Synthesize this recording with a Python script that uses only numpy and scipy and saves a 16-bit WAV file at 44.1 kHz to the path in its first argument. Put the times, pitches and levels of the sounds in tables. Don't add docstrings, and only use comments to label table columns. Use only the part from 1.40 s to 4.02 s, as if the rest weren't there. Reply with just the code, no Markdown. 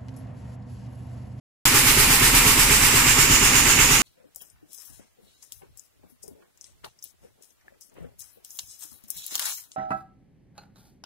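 import sys
import numpy as np
from scipy import signal
from scipy.fft import rfft, irfft
from scipy.io import wavfile
from scipy.ndimage import uniform_filter1d

SR = 44100
rng = np.random.default_rng(int(sys.argv[2]) if len(sys.argv) > 2 else 0)


def decibels_to_gain(level_db):
    exponent = np.asarray(level_db, float) / 20
    return 10 ** exponent


def generate_wav(signal):
    frames = np.transpose(np.atleast_2d(signal))
    scaled = np.clip(frames, -1, 1) * 32767
    pcm = np.round(scaled).astype(np.int16)
    wavfile.write(sys.argv[1], SR, pcm)


N = 115542

PICKS_PER_S = 8.303


def rms_one(x):
    return x / np.sqrt(np.mean(x ** 2) + 1e-20)


def at_hz(points, hz):
    table = np.array(points)
    return np.interp(np.log(hz + 1e-3), np.log(table[:, 0]), table[:, 1])


def drift(rate_hz):
    pole = np.exp(-80 * np.pi * rate_hz / SR)
    noise = rng.standard_normal(N // 40 + 2002)
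    slow = signal.lfilter([1], [1, -2 * pole, pole ** 2], noise)[2000:]
    return np.interp(np.arange(N) / 40, np.arange(len(slow)), rms_one(slow))


def ringing(hz, t60_s):
    radius = decibels_to_gain(-60 / (t60_s * SR))
    return [1, -2 * radius * np.cos(2 * np.pi * hz / SR), radius ** 2]


# pitch_hz, likeness [0-1]
PORT_LIKENESS = [(90, 1.), (180, 1), (290, 0.86), (640, 0.5), (1400, 0.44), (3100, 0.03), (6800, 0.01),
                 (15000, 0.07)]


def spread(three, spectrum, low_hz, high_hz):
    hz = np.fft.rfftfreq(N, 1 / SR)
    band = (hz > low_hz) * (hz < high_hz)
    both, left, right = rfft(three) * decibels_to_gain(at_hz(spectrum, hz)) * band
    alike = np.clip(at_hz(PORT_LIKENESS, hz), 0, 1)
    mixed = np.sqrt(alike) * both + np.sqrt(1 - alike) * np.array([left, right])
    return rms_one(irfft(mixed, N))


def per_pick(middle_s, sharpness, spread_db):
    rise_skew, open_share = 0.37, 0.16
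    turns = (np.arange(N) / SR - middle_s) * PICKS_PER_S
    uneven_db = np.interp(turns, np.arange(-2, 38), rng.normal(0, spread_db, 40))
    angle = 2 * np.pi * turns
    opening = np.cos(angle + rise_skew * np.cos(angle)) + open_share
    swell = 1 / (1 + np.exp(-sharpness * opening))
    return rms_one(swell * decibels_to_gain(uneven_db))


# start_s (into the pick), pitch_hz, level_db, t60_s
FRAME_BLOWS = [(.0, 21, -38, .5), (.0, 32.4, -36.5, .6), (.0, 41.5, -37.5, .6), (.1, 140, -41, 0.59),
               (.1, 109, -43, .5), (.1, 124.9, -37.5, 1), (.1, 120, -37.5, 1), (.09, 163, -44.5, .4),
               (.07, 190, -49, 0.22), (.07, 249, -37, .5), (0.091, 277, -43.5, .4), (0.091, 302, -44, .4),
               (.09, 390, -42.5, 0.19), (0.092, 426, -42, 0.2)]


def frame():
    spread_db, jitter_s = 1.2, .0003
    alternate_db, alternate_hz = 2.5, 350
    out = np.zeros(N + SR)
    picks = np.arange(-6, 22)
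    for start_s, pitch_hz, level_db, t60_s in FRAME_BLOWS:
        luck = rng.standard_normal((len(picks), 2))
        when_s = 1 + picks / PICKS_PER_S + start_s + jitter_s * luck[:, 0]
        alternation_db = alternate_db * (pitch_hz > alternate_hz) * np.cos(np.pi * picks)
        clicks = np.zeros(N + SR)
        places = np.clip(when_s * SR, 0, N + SR - 1).astype(int)
        clicks[places] = decibels_to_gain(spread_db * luck[:, 1] + alternation_db)
        mode = signal.lfilter([0, 1], ringing(pitch_hz, max(t60_s, .05)), clicks + 1e-18)
        out += decibels_to_gain(level_db) * rms_one(mode)
    return out[SR:]


def clatter():
    level_db, clicks_per_s, size_db, ring_cycles = -26, 5000, 3, 18.3
    swell = per_pick(middle_s=0.0037, sharpness=2.9, spread_db=.7)
    sizes = decibels_to_gain(size_db * np.minimum(rng.exponential(1, (3, N)), 5))
    sizes = sizes * rng.choice([-1, 1], (3, N))
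    clicks = sizes * (rng.random((3, N)) < clicks_per_s * swell / SR)
    dealt = rng.integers(0, 16, N)
    out = 0
    for part, pitch_hz in enumerate(np.geomspace(850, 3000, 16)):
        struck = clicks * (dealt == part) + 1e-18
        out = out + signal.lfilter([1, 0, -1], ringing(pitch_hz, ring_cycles / pitch_hz), struck)
    tone = [(800, -5), (1500, -1), (2300, 4.2), (3000, 3)]  # pitch_hz, level_db
    return decibels_to_gain(level_db) * spread(out, tone, low_hz=556, high_hz=6300)


# pitch_hz, level_db (per Hz)
AIR_SPECTRUM = [(500, -25), (760, -16.5), (1100, -16), (2200, -6.5), (3300, -7), (5000, -2), (8000, 0.5),
                (15500, -3.5)]


def blast():
    level_db, left_lag_s = -21, 0.0029
    swell = per_pick(middle_s=0.012, sharpness=3, spread_db=.3) * decibels_to_gain(.6 * drift(30))
    swell = np.array([np.roll(swell, int(left_lag_s * SR)), swell])
    air = spread(rng.standard_normal((3, N)), AIR_SPECTRUM, low_hz=430, high_hz=16700)
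    return decibels_to_gain(level_db) * swell * air


# pitch_hz, level_db (per Hz)
ROAR_SPECTRUM = [(500, -10), (770, -23), (790, 0), (1500, -5.5), (2200, 0.5), (3300, -6.5), (8000, -3),
                 (15500, -7)]
# pitch_hz, level_db (per Hz)
RUMBLE_SPECTRUM = [(15, -23), (40, 8.5), (58, -3), (124, -3.5), (215, -5), (270, -4), (520, -10),
                   (800, -11)]


def hall():
    roar_db = -18.5 + .3 * drift(6)
    roar = spread(rng.standard_normal((3, N)), ROAR_SPECTRUM, low_hz=418, high_hz=17150)
    rumble_db = -29 + 0.41 * drift(6.52)
    rumble = spread(rng.standard_normal((3, N)), RUMBLE_SPECTRUM, low_hz=10.1, high_hz=780)
    return decibels_to_gain(roar_db) * roar + decibels_to_gain(rumble_db) * rumble


# pitch_hz, left_db, right_db
WHINE_TONES = [(942, -50, -50), (4802, -58, -44), (4953, -58, -46), (7434, -62, -49)]


def whine():
    t = np.arange(N) / SR
    out = 0
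    for pitch_hz, left_db, right_db in WHINE_TONES:
        level_db = np.array([[left_db], [right_db]]) + 7 + 1.6 * drift(9)
        out = out + decibels_to_gain(level_db) * np.sin(2 * np.pi * pitch_hz * t + 1.1 * drift(2.0))
    return out


def scene():
    return frame() + blast() + clatter() + hall() + whine()


def bump(hz, centre_hz, octaves):
    return np.exp(-.5 * (np.log2(hz / centre_hz) / octaves) ** 2)


# start_s, cupping [0-1], hollow_hz (resonance of the hollow)
HAND_CUPPING = [
    (0.249, 0.38, 7400),
    (.7, 0.23, 7400),
    (1.099, 0.32, 7720),
    (1.45, 0.6, 7650),
    (1.7, 0.88, 7240),
    (2.0, 1, 6880),
    (2.3, 1., 6900),
    (2.62, 1.05, 6690),
]
# pitch_hz, level_db
LEFT_COLOUR = [(400, 0.5), (650, -0.5), (1300, 2), (2100, 0.5), (5000, 2.5), (9300, -2), (10500, -11),
               (15000, -15.5)]
# pitch_hz, level_db
RIGHT_COLOUR = [(400, 1), (650, -5.5), (1300, 1.5), (2800, 4), (3400, 2.5), (6300, -0.5), (9500, 1.5),
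                (15000, 2.5)]
# pitch_hz, width_octaves, left_db, right_open_db, right_cupped_db
CASE_RESONANCES = [(4300, .15, -2, 0, -3), (5630, 0.017, .1, -9, 6.5), (7540, 0.012, 1.5, -4, 3.8),
                   (9300, 0.034, 3, 2.5, -0.5), (10460, 0.024, -7, 5.5, -1.5), (12040, 0.056, -1, 2, -2),
                   (13200, .05, 1.5, 3, 2), (14200, .015, -2, -5, 0)]
# pitch_hz, lead_rad
LEFT_LEAD = [(150, .0), (430, .6), (700, 1), (1300, 0.13), (2300, .0)]


def ports(x):
    hz, s, z = signal.stft(x, SR, nperseg=1024)
    hz = hz[:, None] + 1
    times, cups, hollows = np.transpose(HAND_CUPPING)
    cup = np.interp(s, times, cups)
    hollow_hz = np.interp(s, times, hollows)

    bass_db = -5 * (s * SR / N - .5) / (1 + (hz / 60) ** 2)
    left_db = at_hz(LEFT_COLOUR, hz) * (hz > 300) + bass_db
    right_db = at_hz(RIGHT_COLOUR, hz) * (hz > 300) + bass_db

    left_db = left_db - 2.5 * cup / (1 + (4000 / hz) ** 2)
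    right_db = right_db - 4 * cup / (1 + (8800 / hz) ** 6)
    open_db, shut_db = 1, 9.5
    right_db = right_db + (open_db + (shut_db - open_db) * cup) * bump(hz, hollow_hz, octaves=0.097)
    right_db = right_db + 4 * cup * bump(hz, 2840, octaves=0.067)

    for case_hz, octaves, case_left_db, case_open_db, case_cupped_db in CASE_RESONANCES:
        bell = bump(hz, case_hz, octaves)
        left_db = left_db + case_left_db * bell
        right_db = right_db + (case_open_db + (case_cupped_db - case_open_db) * cup) * bell

    flicker = uniform_filter1d(rng.standard_normal(z.shape), size=24, axis=1)
    flicker = uniform_filter1d(flicker, size=3, axis=2)
    flicker_db = .9 * rms_one(flicker) * (hz > 700)
    z = z * decibels_to_gain(np.array([left_db, right_db]) + flicker_db)
    z[0] *= np.exp(1j * at_hz(LEFT_LEAD, hz) * (hz > 150))
    return signal.istft(z, SR, nperseg=1024)[1][:, :N]


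def roll_off(x):
    return signal.sosfilt(signal.butter(12, 16320, fs=SR, output="sos"), x)


def record(dry):
    start_s, settle_db, settle_s = .2536, 2, 0.021
    top_cut = signal.ellip(14, .5, 95, 15140, fs=SR, output="sos")
    bottom_cut = signal.butter(2, 12, "high", fs=SR, output="sos")
    x = signal.sosfilt(top_cut, ports(dry))
    x = signal.sosfilt(bottom_cut, x)
    since_s = np.arange(N) / SR - start_s
    gain_db = settle_db * np.exp(-np.abs(since_s) / settle_s)
    return roll_off(x * (since_s > 0) * decibels_to_gain(gain_db))


dry = scene()
out = record(dry)
generate_wav(out)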